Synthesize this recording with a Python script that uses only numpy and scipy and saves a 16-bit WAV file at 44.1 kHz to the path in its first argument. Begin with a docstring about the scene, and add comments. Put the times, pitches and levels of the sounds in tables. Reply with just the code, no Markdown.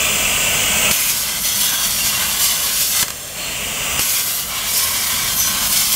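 """Plasma torch cutting steel

In a workshop, a machine-guided torch cuts thin steel sheet on a slatted table. Raised above the sheet,
its open gas jet rings hollowly. The arc strikes with a snap and pierces the steel, and the sound turns
to a bright, wandering hiss with brief whistles in the cut. The arc pops out, the jet builds again and
a second cut starts. Shop noise and a fume extractor carry on underneath."""
import sys
import numpy as np
from scipy import signal
from scipy.fft import rfft, irfft, next_fast_len
from scipy.io import wavfile

SR = 44100
rng = np.random.default_rng(int(sys.argv[2]) if len(sys.argv) > 2 else 0)


def store_pcm(level_fs):
    """Save levels as 16-bit WAV."""
    pcm = np.round(np.clip(level_fs, -1, 1) * 32767).astype(np.int16)
    wavfile.write(sys.argv[1], SR, np.atleast_2d(pcm).T)


N = 262395
TIME = np.arange(N) / SR
BIN_HZ = np.maximum(np.arange(N // 2 + 1) * SR / N, 1)
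CUTOFF_HZ = 15720

# The tone of each noise. Each row: frequency in Hz, relative strength in dB.
SHOP_SPECTRUM = [(15, -36), (25, -11), (91, -9.5), (183, -9.5), (274, -8), (331, -10), (666, -9.5),
                 (762, -12.5), (1140, -10), (1570, -11.5), (3170, -7.5), (4870, -12.5), (7300, -6.5),
                 (9810, -12.5), (15500, -13.5)]
JET_ROAR_SPECTRUM = [(15, -38), (25, -2), (76, 0), (225, -2.5), (369, -11), (406, -7.5), (595, -5),
                     (778, -7.5), (1140, -3), (1730, -8), (2400, 4), (3120, -30), (5280, -120)]
JET_HISS_SPECTRUM = [(1500, -2), (2000, -11), (2400, 5), (2750, 3), (3250, -1), (3900, -9), (5400, -12.5),
                     (6100, -3.5), (6900, -4.5), (7500, 0.5), (8400, -5.5), (9100, -5), (10500, -16.5),
                     (15000, -7.5)]
RUMBLE_SPECTRUM = [(20, -16), (34, 3.5), (55, -5), (90, 2.5), (150, -6), (205, 0.5), (250, -5.5),
                   (310, -8.5)]
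SPLASH_SPECTRUM = [(1500, -13), (2100, -6), (2500, 7.5), (2950, -13), (3700, -27), (5600, -13), (6450, 3),
                   (7000, -2), (7450, -2), (8500, -13), (11800, -17), (15000, -26)]
CUT_SPECTRUM = [(15, -37), (25, 3.5), (152, -3.5), (204, -15), (378, -25), (598, -15.5), (945, -6),
                (1050, -4), (1800, -6.5), (3260, -2.5), (3830, -2.5), (6050, -1), (8810, -2.5), (12200, 0),
                (15500, -5)]
# Resonances (+) and hollows (-) of the cutting table. Each row: pitch in Hz, width in Hz, gain in dB.
TABLE_RESONANCES = [(86, 25, -0.5), (218, 29, 3), (364, 67, -3), (417, 24, 3.5), (505, 5.9, 5.5),
                    (596, 67, 4.5), (692, 47, 4), (915, 36, -3), (1290, 57, 2), (1406, 88, -3),
                    (1550, 130, 2.5), (1800, 110, -4.5), (2055, 160, 3.5), (2320, 80, -1), (2537, 99, -7),
                    (3180, 250, 1.5), (3850, 400, -3)]
# Narrow tones of the open jet. 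Each row: pitch in Hz, width in Hz, lift in dB.
JET_RESONANCES = [(2567, 35, 8.5), (2820, 160, 1.5), (5030, 170, 8.5), (7340, 150, 2)]
# Gas blows freely and builds until the arc strikes.
# Each row: start and end in seconds, relative level it climbs to in dB, base climb in dB per second.
JET_BLOWS = [(-.1, 0.919, 0, 1.06), (3.328, 4.001, -3.5, 15)]
# The open jet's roar, hollow ring and upper hiss.
# Each row: level in dB, share of the base climb, lift close to the sheet in dB.
JET_LAYERS = [(-25.5, 0.56, 2), (-20.5, 0.64, 0), (-19.5, 0.9, 0.4)]
# When the arc burns. Each row: start and end in seconds.
ARC_SPANS = [(.911, 3.033), (3.993, 6.0)]
# The arc bores through the sheet.
# Each row: strike and breakthrough in seconds, splash level in dB, lift of the sizzle in dB.
PIERCES = [(0.917, 1.121, -24, 4), (3.99, 4.218, -26.5, 3)]
# The arc strikes or dies. Each row: time in seconds, low boom in dB, crack in dB, seconds for the
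# crack to fade by 60 dB.
ARC_SNAPS = [(0.9117, -13.5, -12, 0.062), (3.028, -10.5, -12, 0.04), (3.0818, -33, -15.5, 0.021),
             (3.104, -25, -16, 0.023), (3.9938, -14, -10, 0.019)]
# The jet sings on an edge. Each row: start and end in seconds, pitch in Hz, width in Hz, level in dB.
EDGE_WHISTLES = [(.5, .97, 6300, 270, -35), (1.43, 1.884, 3350, 160, -29), (1.435, 1.885, 6130, 300, -30.5),
                 (1.663, 1.868, 1586, 150, -34.5), (1.69, 1.883, 1070, 220, -35.5),
                 (1.98, 2.35, 2764, 140, -31), (2.15, 2.6, 7840, 500, -35), (2.48, 2.62, 6260, 250, -34),
                 (2.74, 2.857, 3170, 250, -32), (2.92, 3.03, 5960, 300, -29.5),
                 (3.37, 3.553, 4300, 360, -34.5), (4.225, 4.43, 12100, 800, -31),
                 (4.493, 5.297, 2290, 140, -36), (4.51, 6.1, 1065, 77, -38.5), (4.72, 5.05, 5250, 220, -29),
                 (4.82, 5.3, 1960, 250, -36), (4.9, 5.36, 3200, 250, -37), (5.34, 5.44, 12600, 500, -25),
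                 (5.375, 5.51, 6040, 220, -24.5)]
# Rise and fall of the flame below, one list per cut. Each row: time in seconds, relative level in dB.
FLAME_CURVES = [
    [(1.0, -41.5), (1.124, -40), (1.76, -38.5), (2.172, -36.5), (2.492, -40.5), (2.95, -40.5)],
    [(4.1, -43), (4.24, -48), (4.5, -41.5), (5.228, -37), (5.528, -35.5), (5.9, -37.5)],
]
# Rise and fall of the arc's roar, one list per cut. Each row: time in seconds, base level in dB.
ROAR_CURVES = [
    [(1.0, -33.5), (1.092, -35), (1.118, -36.5), (1.83, -32), (1.912, -35), (2.254, -28.5), (2.83, -36),
     (2.884, -43), (2.95, -30.5)],
    [(4.1, -35), (4.49, -36.5), (4.596, -32), (4.75, -36.5), (4.886, -32.5), (5.308, -30.5), (5.328, -34.5),
     (5.614, -28.5), (5.9, -35.5)],
]
# The jet bites into more metal. Each row: peak time and length in seconds, hiss and sizzle lifts in dB.
METAL_BITES = [(1.094, 0.045, 3, 0.5), (1.46, 0.1, 2, 4), (1.62, .11, 4, 4), (1.836, .05, 3.5, 0.5),
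               (2.083, 0.09, 4, 2), (2.26, 0.17, 1, 0.5), (2.452, 0.076, 6, 5.5), (2.798, .08, 4, 5.5),
               (3.0, .08, 4.5, 3.5), (4.78, 0.11, 3, 5.5), (5.405, .06, 3.5, 3), (5.75, 0.17, 5, 4.5),
               (5.927, 0.054, 4, 4)]
# The treble sinks after each breakthrough. Each row: time and length in seconds, sizzle loss in dB.
TREBLE_LULLS = [(1.335, 0.15, 4), (4.52, 0.21, 7.5)]
# The rasp chokes for an instant. Each row: time and length in seconds, rasp loss in dB.
RASP_CHOKES = [(1.185, .06, 2), (1.412, 0.029, 11), (1.885, 0.033, 3), (2.89, 0.049, 2), (4.24, 0.036, 7),
               (4.36, .06, 6), (4.467, .045, 13), (5.36, 0.022, 9), (5.695, .04, 7.5)]


def from_db(db):
    """Turn decibels into a gain."""
    return 10 ** (np.asarray(db) / 20)


def unit_power(x):
    """Scale a signal to an average power of 1."""
    return x / np.sqrt(np.mean(x ** 2) + 1e-20)


def level_curve(cuts):
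    """Join the points of all cuts into one level for every sample."""
    seconds, db = np.vstack(cuts).T
    return np.interp(TIME, seconds, db)


def during(spans, edge_s):
    """One inside the spans and zero outside, with short ramps at their ends."""
    return sum(np.clip(np.minimum(TIME - start, end - TIME) / edge_s + .5, 0, 1) for start, end in spans)


def swells(rows, lead_s=0):
    """Bell-shaped swings in dB; each length is the width at half height."""
    return sum(db * .5 ** ((2 * (TIME + lead_s - s) / length) ** 2) for s, length, db in rows)


def drift(per_s):
    """A random wander of typical size 1 that picks `per_s` new values a second."""
    points = rng.standard_normal(16384)
    return unit_power(np.interp(TIME * per_s, np.arange(len(points)), points))


def colour(spectrum):
    """A gain for every frequency, joining the points of a spectrum."""
    hz, db = np.transpose(spectrum)
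    return from_db(np.interp(np.log(BIN_HZ), np.log(hz), db))


def peak(hz, width, height=1):
    """A bell-shaped bump around one frequency."""
    return height / (1 + (2 * (BIN_HZ - hz) / width) ** 2)


def resonances(rows):
    """A gain for every frequency, from a set of bumps and hollows."""
    return from_db(sum(peak(hz, width, db) for hz, width, db in rows))


def band(low_hz, high_hz):
    """A gain that falls steeply outside two frequencies."""
    return 1 / np.sqrt((1 + (low_hz / BIN_HZ) ** 16) * (1 + (BIN_HZ / high_hz) ** 16))


def noise(gain):
    """Noise of power 1, shaped by a gain for every frequency."""
    size = next_fast_len(N, True)
    gain = np.interp(np.arange(size // 2 + 1) * SR / size, BIN_HZ, gain * (BIN_HZ < CUTOFF_HZ))
    white = rfft(rng.standard_normal(size))
    return unit_power(irfft(white * gain, size)[:N])


def moving_echoes(x, depth, changes_per_s, count=28, shortest_s=.0008, longest_s=.016):
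    """Echoes off the sheet and machine come and go as the torch travels, so the treble wanders."""
    treble = signal.sosfilt(signal.butter(1, 1200, "high", fs=SR, output="sos"), x)
    delays = np.geomspace(shortest_s, longest_s, count) * rng.uniform(0.94, 1.05, count)
    echoes = sum(drift(changes_per_s) * np.roll(treble, int(delay * SR)) for delay in delays)
    return (x + depth * echoes / np.sqrt(count)) / np.hypot(1, depth)


def workshop_echo(x, echo_db=-12, fade_s=0.29):
    """The machine frame and the walls add a weak, blurred tail."""
    age = TIME[:SR // 2]
    tail = rng.standard_normal(len(age)) * from_db(-60 * age / fade_s) * (age > .008)
    return x + from_db(echo_db) * signal.oaconvolve(x, tail / np.linalg.norm(tail))[:N]


def extractor(level_db=-43):
    """The fume extractor rumbles steadily under the table."""
    return from_db(level_db) * noise(band(27, 190))


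def shop_noise(table_tone, level_db=-29):
    """The steady rush of the shop and of gas that keeps leaking from the nozzle."""
    rush = noise(colour(SHOP_SPECTRUM) * table_tone)
    return from_db(level_db) * moving_echoes(rush, depth=0.44, changes_per_s=1.52)


def jet_flow(climb_share, close_db, attack_s=0.054, descent_s=0.17):
    """Gain of one jet layer: it opens fast, climbs, lifts as the torch drops, then stops suddenly."""
    gain = 0
    for start, end, db, climb in JET_BLOWS:
        opening = during([(start, end)], 0.0063) * np.clip((TIME - start) / attack_s, 0, 1)
        left_to_climb_db = climb_share * climb * np.maximum(end - TIME, 0)
        close = during([(end - descent_s, end + descent_s)], 0.065)
        gain += opening * from_db(db - left_to_climb_db + close_db * close)
    return gain


def open_jet(table_tone, flutter_db=1.0):
    """Gas from the raised nozzle makes a low roar, a fluttering hollow ring and an upper hiss."""
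    tones = colour(JET_HISS_SPECTRUM) * resonances(JET_RESONANCES) * table_tone
    roar = noise(colour(JET_ROAR_SPECTRUM) * table_tone * band(22, 1950))
    ring = noise(tones * band(1860, 3900))
    ring *= unit_power(from_db(flutter_db * drift(per_s=260)))
    hiss = noise(tones * band(4050, 19000))
    rush = sum(from_db(db) * jet_flow(share, close_db) * layer
               for (db, share, close_db), layer in zip(JET_LAYERS, [roar, ring, hiss]))
    return moving_echoes(rush, depth=0.41, changes_per_s=2.45)


def gas_puff(table_tone, level_db=-25, fade_s=0.11):
    """When the first arc dies, hot gas left in the torch puffs out and fades."""
    age = TIME - ARC_SPANS[0][1]
    fade = (age > 0) * from_db(level_db - 60 * np.maximum(age, 0) / fade_s)
    return fade * noise(colour(SHOP_SPECTRUM) * table_tone * band(60, 14000))


def flame_rumble(table_tone, level_db=-41, swing_scale=1.7):
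    """The flame that leaves the cut rumbles below the sheet."""
    strength = during(ARC_SPANS, 0.0047) * from_db(swing_scale * level_curve(FLAME_CURVES))
    rumble = noise(colour(RUMBLE_SPECTRUM) * table_tone * band(22, 326))
    return from_db(level_db) * unit_power(strength) * rumble


def spatter(sizzle_db, drops_per_s=350, spread_db=6, offset_db=-15):
    """Molten droplets burst off the cut as tiny ticks, louder when the sizzle is strong."""
    sizes = from_db(spread_db * np.minimum(rng.exponential(1, N), 3))
    signs = rng.choice([-1, 1], N)
    ticks = sizes * signs * (rng.random(N) < drops_per_s / SR)
    ticks = signal.sosfilt(signal.butter(1, [2500, 11000], "band", fs=SR, output="sos"), ticks)
    return during(ARC_SPANS, .005) * from_db(sizzle_db + offset_db) * unit_power(ticks)


def whistles(flutter_db=2, attack_s=0.029, release_s=0.042):
    """The jet grazes an edge and sings, fading as the torch turns away or the gas stops."""
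    out = np.zeros(N)
    for start, end, hz, width, db in EDGE_WHISTLES:
        ramp = np.minimum((TIME - start) / attack_s, (end - TIME) / release_s)
        swell = np.sqrt(np.clip(ramp, 0, 1))
        tone = noise(peak(hz, width))
        out += from_db(db + flutter_db * drift(per_s=40)) * swell * tone
    return out


def snaps(table_tone, push_hz=150, push_fade_s=0.02, thump_fade_s=0.029):
    """Gas expands or collapses at once: a pressure push and a dull thump under a bright crack."""
    dull = noise(table_tone * band(68, 5000) / np.hypot(1, BIN_HZ / 700))
    bright = noise(table_tone * band(860, 15000) / np.hypot(1, BIN_HZ / 6500))
    out = np.zeros(N)
    for start, boom_db, crack_db, crack_fade_s in ARC_SNAPS:
        age = np.clip(TIME - start, 0, 1)
        push = np.sin(2 * np.pi * push_hz * age) * from_db(-4 - 60 * age / push_fade_s)
        thump = dull * from_db(-8 - 60 * age / thump_fade_s)
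        crack = bright * from_db(crack_db - 60 * age / crack_fade_s)
        out += (TIME > start) * (from_db(boom_db) * (push + thump) + crack)
    return out


def piercing(table_tone):
    """The jet splashes back off the sheet with a hollow ring until the hole opens."""
    gain = sum(from_db(db) * during([(strike, through)], .005) for strike, through, db, _ in PIERCES)
    return gain * noise(colour(SPLASH_SPECTRUM) * table_tone * band(1300, 19000))


def cut_levels():
    """Levels in dB of the cut's four bands, low to high, as the jet bites, lulls, chokes and bores."""
    base_roar_db = level_curve(ROAR_CURVES)
    load = base_roar_db - base_roar_db.mean()
    surge = swells([(s, length, db) for s, length, db, _ in METAL_BITES])
    flare = swells([(s, length, db) for s, length, _, db in METAL_BITES], lead_s=0.01)
    lull, choke = swells(TREBLE_LULLS), swells(RASP_CHOKES)
    boring = sum(db * during([(strike, through)], .03) for strike, through, _, db in PIERCES)
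    roar_db = 0.73 + base_roar_db - 0.27 * choke
    rasp_db = -26.5 + 0.42 * surge - 0.16 * lull - choke + 0.35 * load
    hiss_db = -23 + surge - 0.8 * lull - 0.44 * choke
    sizzle_db = -24 + flare - lull - 0.16 * load + boring
    return roar_db, rasp_db, hiss_db, sizzle_db


def cutting_arc(table_tone, levels_db, flicker_db=0.8, sputter_db=0.9, spit_db=0.24):
    """The jet tears through molten steel; the whole hiss sputters as the melt is blown out."""
    tone = colour(CUT_SPECTRUM) * table_tone
    bands_hz = [(300, 1830), (2000, 4040), (4000, 8900), (9000, 19000)]  # roar, rasp, hiss, sizzle
    rush = sum(noise(tone * band(low, high)) * from_db(db + flicker_db * drift(per_s=45))
               for db, (low, high) in zip(levels_db, bands_hz))
    sputter = from_db(-0.3 + sputter_db * drift(per_s=70) + spit_db * drift(per_s=900))
    return during(ARC_SPANS, 0.0035) * sputter * moving_echoes(rush, depth=0.64, changes_per_s=6)


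def scene():
    """The torch and the steady shop noise, heard from one spot."""
    table_tone, levels_db = resonances(TABLE_RESONANCES), cut_levels()
    arc = piercing(table_tone) + cutting_arc(table_tone, levels_db) + spatter(levels_db[-1])
    arc += flame_rumble(table_tone) + snaps(table_tone)
    shop = shop_noise(table_tone)
    gas = open_jet(table_tone) + gas_puff(table_tone) + whistles()
    mono = workshop_echo(extractor() + shop + gas + arc)
    return np.array([mono, mono])


def record(dry):
    """A mono microphone that steeply cuts the highest treble."""
    return signal.sosfilt(signal.ellip(12, .1, 90, CUTOFF_HZ, fs=SR, output="sos"), dry)


dry = scene()
out = record(dry)
store_pcm(out)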